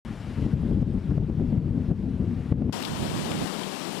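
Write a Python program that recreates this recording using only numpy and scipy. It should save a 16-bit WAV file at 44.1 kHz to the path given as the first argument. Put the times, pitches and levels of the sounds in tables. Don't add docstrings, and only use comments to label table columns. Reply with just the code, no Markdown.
import sys
import numpy as np
from scipy import signal
from scipy.fft import rfft, irfft
from scipy.io import wavfile
from scipy.ndimage import uniform_filter1d

SR = 44100
rng = np.random.default_rng(int(sys.argv[2]) if len(sys.argv) > 2 else 0)


def inscribe(sig):
    pcm = np.round(np.clip(np.atleast_2d(sig).T, -1, 1) * 32767)
    wavfile.write(sys.argv[1], SR, pcm.astype(np.int16))


N = 176400

# (time [s], thump level [dB], pitch [Hz], pop level [dB])
THUMPS = [(.466, -9, 197, -34), (.542, -7, 121, -40), (.714, -8.5, 190, -29), (.783, -9, 209, -35),
          (0.829, -6, 160, -29), (1.122, -8, 173, -37), (1.181, -5.5, 140, -24.5), (1.3, -7.5, 224, -32.5),
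          (1.399, -11, 220, -26.5), (1.529, -8, 200, -29.5), (1.584, -5.5, 118, -32.5),
          (1.919, -5.5, 159, -33), (2.525, -4, 138, -21), (2.622, -6, 220, -25), (2.696, -5, 200, -26.5)]


def amp(db):
    return 10 ** (np.asarray(db) / 20)


def unit(x):
    return x / np.sqrt(np.mean(x ** 2) + 1e-20)


def clock():
    return np.arange(N) / SR


def level(points):
    return amp(np.interp(clock(), *np.transpose(points)))


def colour(x, points):
    hz, db = np.transpose(points)
    f = np.fft.rfftfreq(N, 1 / SR)
    eq = amp(np.interp(np.log(f + 1), np.log(hz), db))
    return unit(irfft(rfft(x) * eq, N))


def lowpass(x, hz, order=2):
    return signal.sosfiltfilt(signal.butter(order, hz, fs=SR, output="sos"), x)


def wander(hz):
    f = np.fft.rfftfreq(N, 1 / SR)
    return unit(irfft(rfft(rng.standard_normal(N)) * np.exp(-(f / hz) ** 2), N))


def patchy_noise(depth_db):
    spectra = signal.stft(rng.standard_normal(N), nperseg=512)[2]
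    patches = uniform_filter1d(rng.standard_normal(spectra.shape), size=7, axis=0)
    patches = uniform_filter1d(patches, size=8, axis=1)
    return signal.istft(spectra * amp(depth_db * unit(patches)))[1][:N]


def burst(s, half_width_s):
    return np.exp(-((clock() - s) / half_width_s) ** 2)


def strike(s, decay_s, attack_s=.0001):
    age = np.maximum(clock() - s, 0)
    return np.minimum(age / attack_s, 1) * np.exp(-age / decay_s)


def held(db, release_db_per_s):
    fall = release_db_per_s * clock()
    return np.maximum.accumulate(db + fall) - fall


def bird():
    # (time [s], half-width [s], pitch [Hz], glide [Hz/s], level [dB])
    chirps = [(0.622, .009, 9500, -30000, -66), (.938, .012, 8560, -2000, -69)]
    out = np.zeros(N)
    for s, half_width_s, hz, glide, db in chirps:
        age = clock() - s
        out += amp(db) * burst(s, half_width_s) * np.sin(2 * np.pi * (hz + glide * age / 2) * age)
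    return out


def needles():
    # (frequency [Hz], level [dB])
    hiss_eq = [(100, 10), (300, 3), (600, 2), (950, -0.5), (1400, -3), (2100, -6.5), (2900, -8.5),
               (4000, -14), (5500, -18), (6400, -22.5), (7500, -23), (10500, -27), (13000, -33.5),
               (14500, -38)]
    # (time [s], level [dB])
    hiss_envelope = [(.05, -42.5), (.3, -42), (.45, -42.5), (.6, -43.5), (.9, -45), (1.4, -46), (2.0, -46),
                     (2.45, -46.8), (2.75, -45.5), (3.0, -45), (3.44, -50.5)]
    return colour(patchy_noise(depth_db=1.0), hiss_eq) * level(hiss_envelope)


def leaves():
    # (frequency [Hz], level [dB])
    rush_eq = [(20, -19), (45, -31), (85, -12), (115, -12.5), (170, 4.5), (250, 0.5), (370, -1.5),
               (480, -5.5), (950, -7.5), (1400, -12.5), (2100, -16), (2900, -14.5), (4000, -17),
               (5600, -19), (6400, -23), (7500, -21), (10500, -26), (12500, -33), (15000, -33)]
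    # (time [s], level [dB])
    rush_envelope = [(2.72, -29), (2.9, -31), (3.05, -29), (3.3, -28.5), (3.6, -29.5), (4.0, -29.5)]
    # (frequency [Hz], level [dB])
    tick_eq = [(300, -34), (1800, -22), (2900, 10), (4000, 2), (5400, -5), (6500, -11.5), (10000, -10),
               (12500, -13), (15000, -16)]
    flutter_db, ticks_per_s, tick_spread_db = -0.5, 300, 3
    rush = colour(patchy_noise(depth_db=0.77), rush_eq) * level(rush_envelope)
    rush *= amp(flutter_db * wander(hz=25))
    sizes = amp(tick_spread_db * np.minimum(rng.exponential(1, N), 4)) * rng.choice([-1, 1], N)
    contacts = rng.random(N) < ticks_per_s / SR
    return rush + amp(-48) * colour(sizes * contacts, tick_eq)


def slaps():
    # (time [s], crack level [dB], ring level [dB], pitch [Hz])
    hits = [(2.7303, -24.5, -38, 4520), (2.823, -40, -27, 2990), (2.826, -18, -34, 3950),
            (2.836, -37, -26, 3700), (2.848, -28, -28, 3510), (2.851, -15, -28, 4600),
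            (2.857, -30, -29, 3570), (3.058, -28, -34, 4500), (3.246, -26, -35, 3250),
            (3.317, -33, -22, 2750), (3.563, -38, -33, 2890), (3.634, -35, -24, 3010)]
    # (frequency [Hz], level [dB])
    crack_eq = [(300, -20), (1500, -9), (3000, 9.5), (5400, 0.5), (7000, -11), (11500, -6), (15000, -15)]
    crack = colour(rng.standard_normal(N), crack_eq)
    waver_hz = 302 * wander(hz=302)
    out = np.zeros(N)
    for s, crack_db, ring_db, hz in hits:
        ring = np.sin(2 * np.pi * np.cumsum(hz + waver_hz) / SR)
        out += amp(crack_db) * strike(s, decay_s=.0009) * crack
        out += amp(ring_db) * strike(s, decay_s=.0035) * ring
    return out


def pops():
    # (frequency [Hz], level [dB])
    pop_eq = [(200, -3.5), (550, 7.5), (900, -5.5), (1500, -14.5), (3000, -27.5), (6000, -42.5),
              (12000, -62)]
    pop = colour(signal.unit_impulse(N), pop_eq)
    pop /= pop.max()
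    flap = amp(-16) * colour(rng.standard_normal(N), pop_eq)
    return sum(amp(db) * (np.roll(pop, round(s * SR)) + flap * burst(s, half_width_s=0.0072))
               for s, _, _, db in THUMPS)


def overload(x):
    threshold_db, ceiling_db, attack_s, knee = -11.5, -12.5, 0.0015, 4.7
    over_db = np.maximum(20 * np.log10(np.maximum(-x, 1e-6)) - threshold_db, 0)
    duck_db = held(over_db, release_db_per_s=11.5) + held(.55 * over_db, release_db_per_s=42)
    pole = np.exp(-1 / (attack_s * SR))
    ducked = x * amp(-signal.lfilter([1 - pole], [1, -pole], duck_db))
    suction = np.maximum(-ducked, 0) / amp(ceiling_db)
    return ducked / (1 + suction ** knee) ** (1 / knee)


def buffeting():
    # (time [s], level [dB])
    gusts = [(.06, -34.5), (.12, -30), (.16, -38.5), (.31, -32), (.35, -39), (.38, -25.5), (.47, -22.5),
             (.51, -29.5), (.54, -18), (.59, -24), (.68, -22), (.72, -17), (.785, -14.5), (.87, -22),
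             (.975, -21.5), (1.01, -28), (1.06, -29.5), (1.11, -17.5), (1.145, -25.5), (1.2, -16.5),
             (1.26, -26), (1.3, -17.5), (1.36, -27.5), (1.41, -15), (1.47, -24), (1.55, -16), (1.62, -19.5),
             (1.75, -18.5), (1.87, -25), (1.915, -17.5), (1.94, -26.5), (2.07, -22), (2.14, -26.5),
             (2.21, -21), (2.26, -26.5), (2.31, -22), (2.44, -32.5), (2.51, -27), (2.56, -13), (2.6, -19.5),
             (2.69, -14), (2.72, -25), (2.8, -28.5), (2.88, -27.5), (2.91, -20.5), (2.97, -24.5),
             (3.02, -17.5), (3.11, -26), (3.145, -19), (3.24, -26.5), (3.37, -24.5), (3.44, -22)]
    # (frequency [Hz], level [dB])
    rumble_eq = [(10, -32.5), (22, -14), (45, -1.5), (90, 0), (170, 0), (250, -2), (310, -9.5), (450, -19),
                 (600, -28.5), (950, -39.5), (2000, -63.5), (5000, -98)]
    usual_gust_db, bright_db_per_db, rumble_db, flutter_db = -19.5, 0.076, 1.5, 1.62
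    force = level(gusts)
    eddies = colour(rng.standard_normal(N), rumble_eq)
    deep, upper = lowpass(eddies, hz=75), eddies - lowpass(eddies, hz=350)
    deep_gain = level([(.1, 2), (1.2, 0), (2.3, -2), (2.7, -6.5), (3.3, -20)])
    upper_gain = (force / amp(usual_gust_db)) ** bright_db_per_db
    eddies = eddies + deep * (deep_gain - 1) + upper * (upper_gain - 1)
    eddies /= np.sqrt(uniform_filter1d(eddies ** 2, size=1800))
    out = eddies * force * amp(rumble_db + flutter_db * wander(hz=22))
    width_cycles, lead_cycles = 0.43, 0.071
    for s, db, hz, _ in THUMPS:
        cycles = (clock() - s) * hz
        window = np.exp(-((cycles + lead_cycles) / width_cycles) ** 2 / 2)
        out = out * (1 - window) - amp(db) * window * np.cos(2 * np.pi * cycles)
    return out


def scene():
    pine_on_s, leaves_on_s, pine_off_s = 0.05, 2.725, 3.446
    t = clock()
    pine = overload(buffeting() + needles()) + pops() + bird()
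    pine = lowpass(pine, hz=13600, order=8) * (t > pine_on_s)
    left = np.where(t < leaves_on_s, pine, leaves() + slaps())
    right = amp(-6) * pine * (t < pine_off_s)
    return np.array([left, right])


def record(dry):
    high_cut = signal.firwin(511, cutoff=15500, window=("kaiser", 9), fs=SR)
    return signal.oaconvolve(dry, high_cut[None], "same")


dry = scene()
out = record(dry)
inscribe(out)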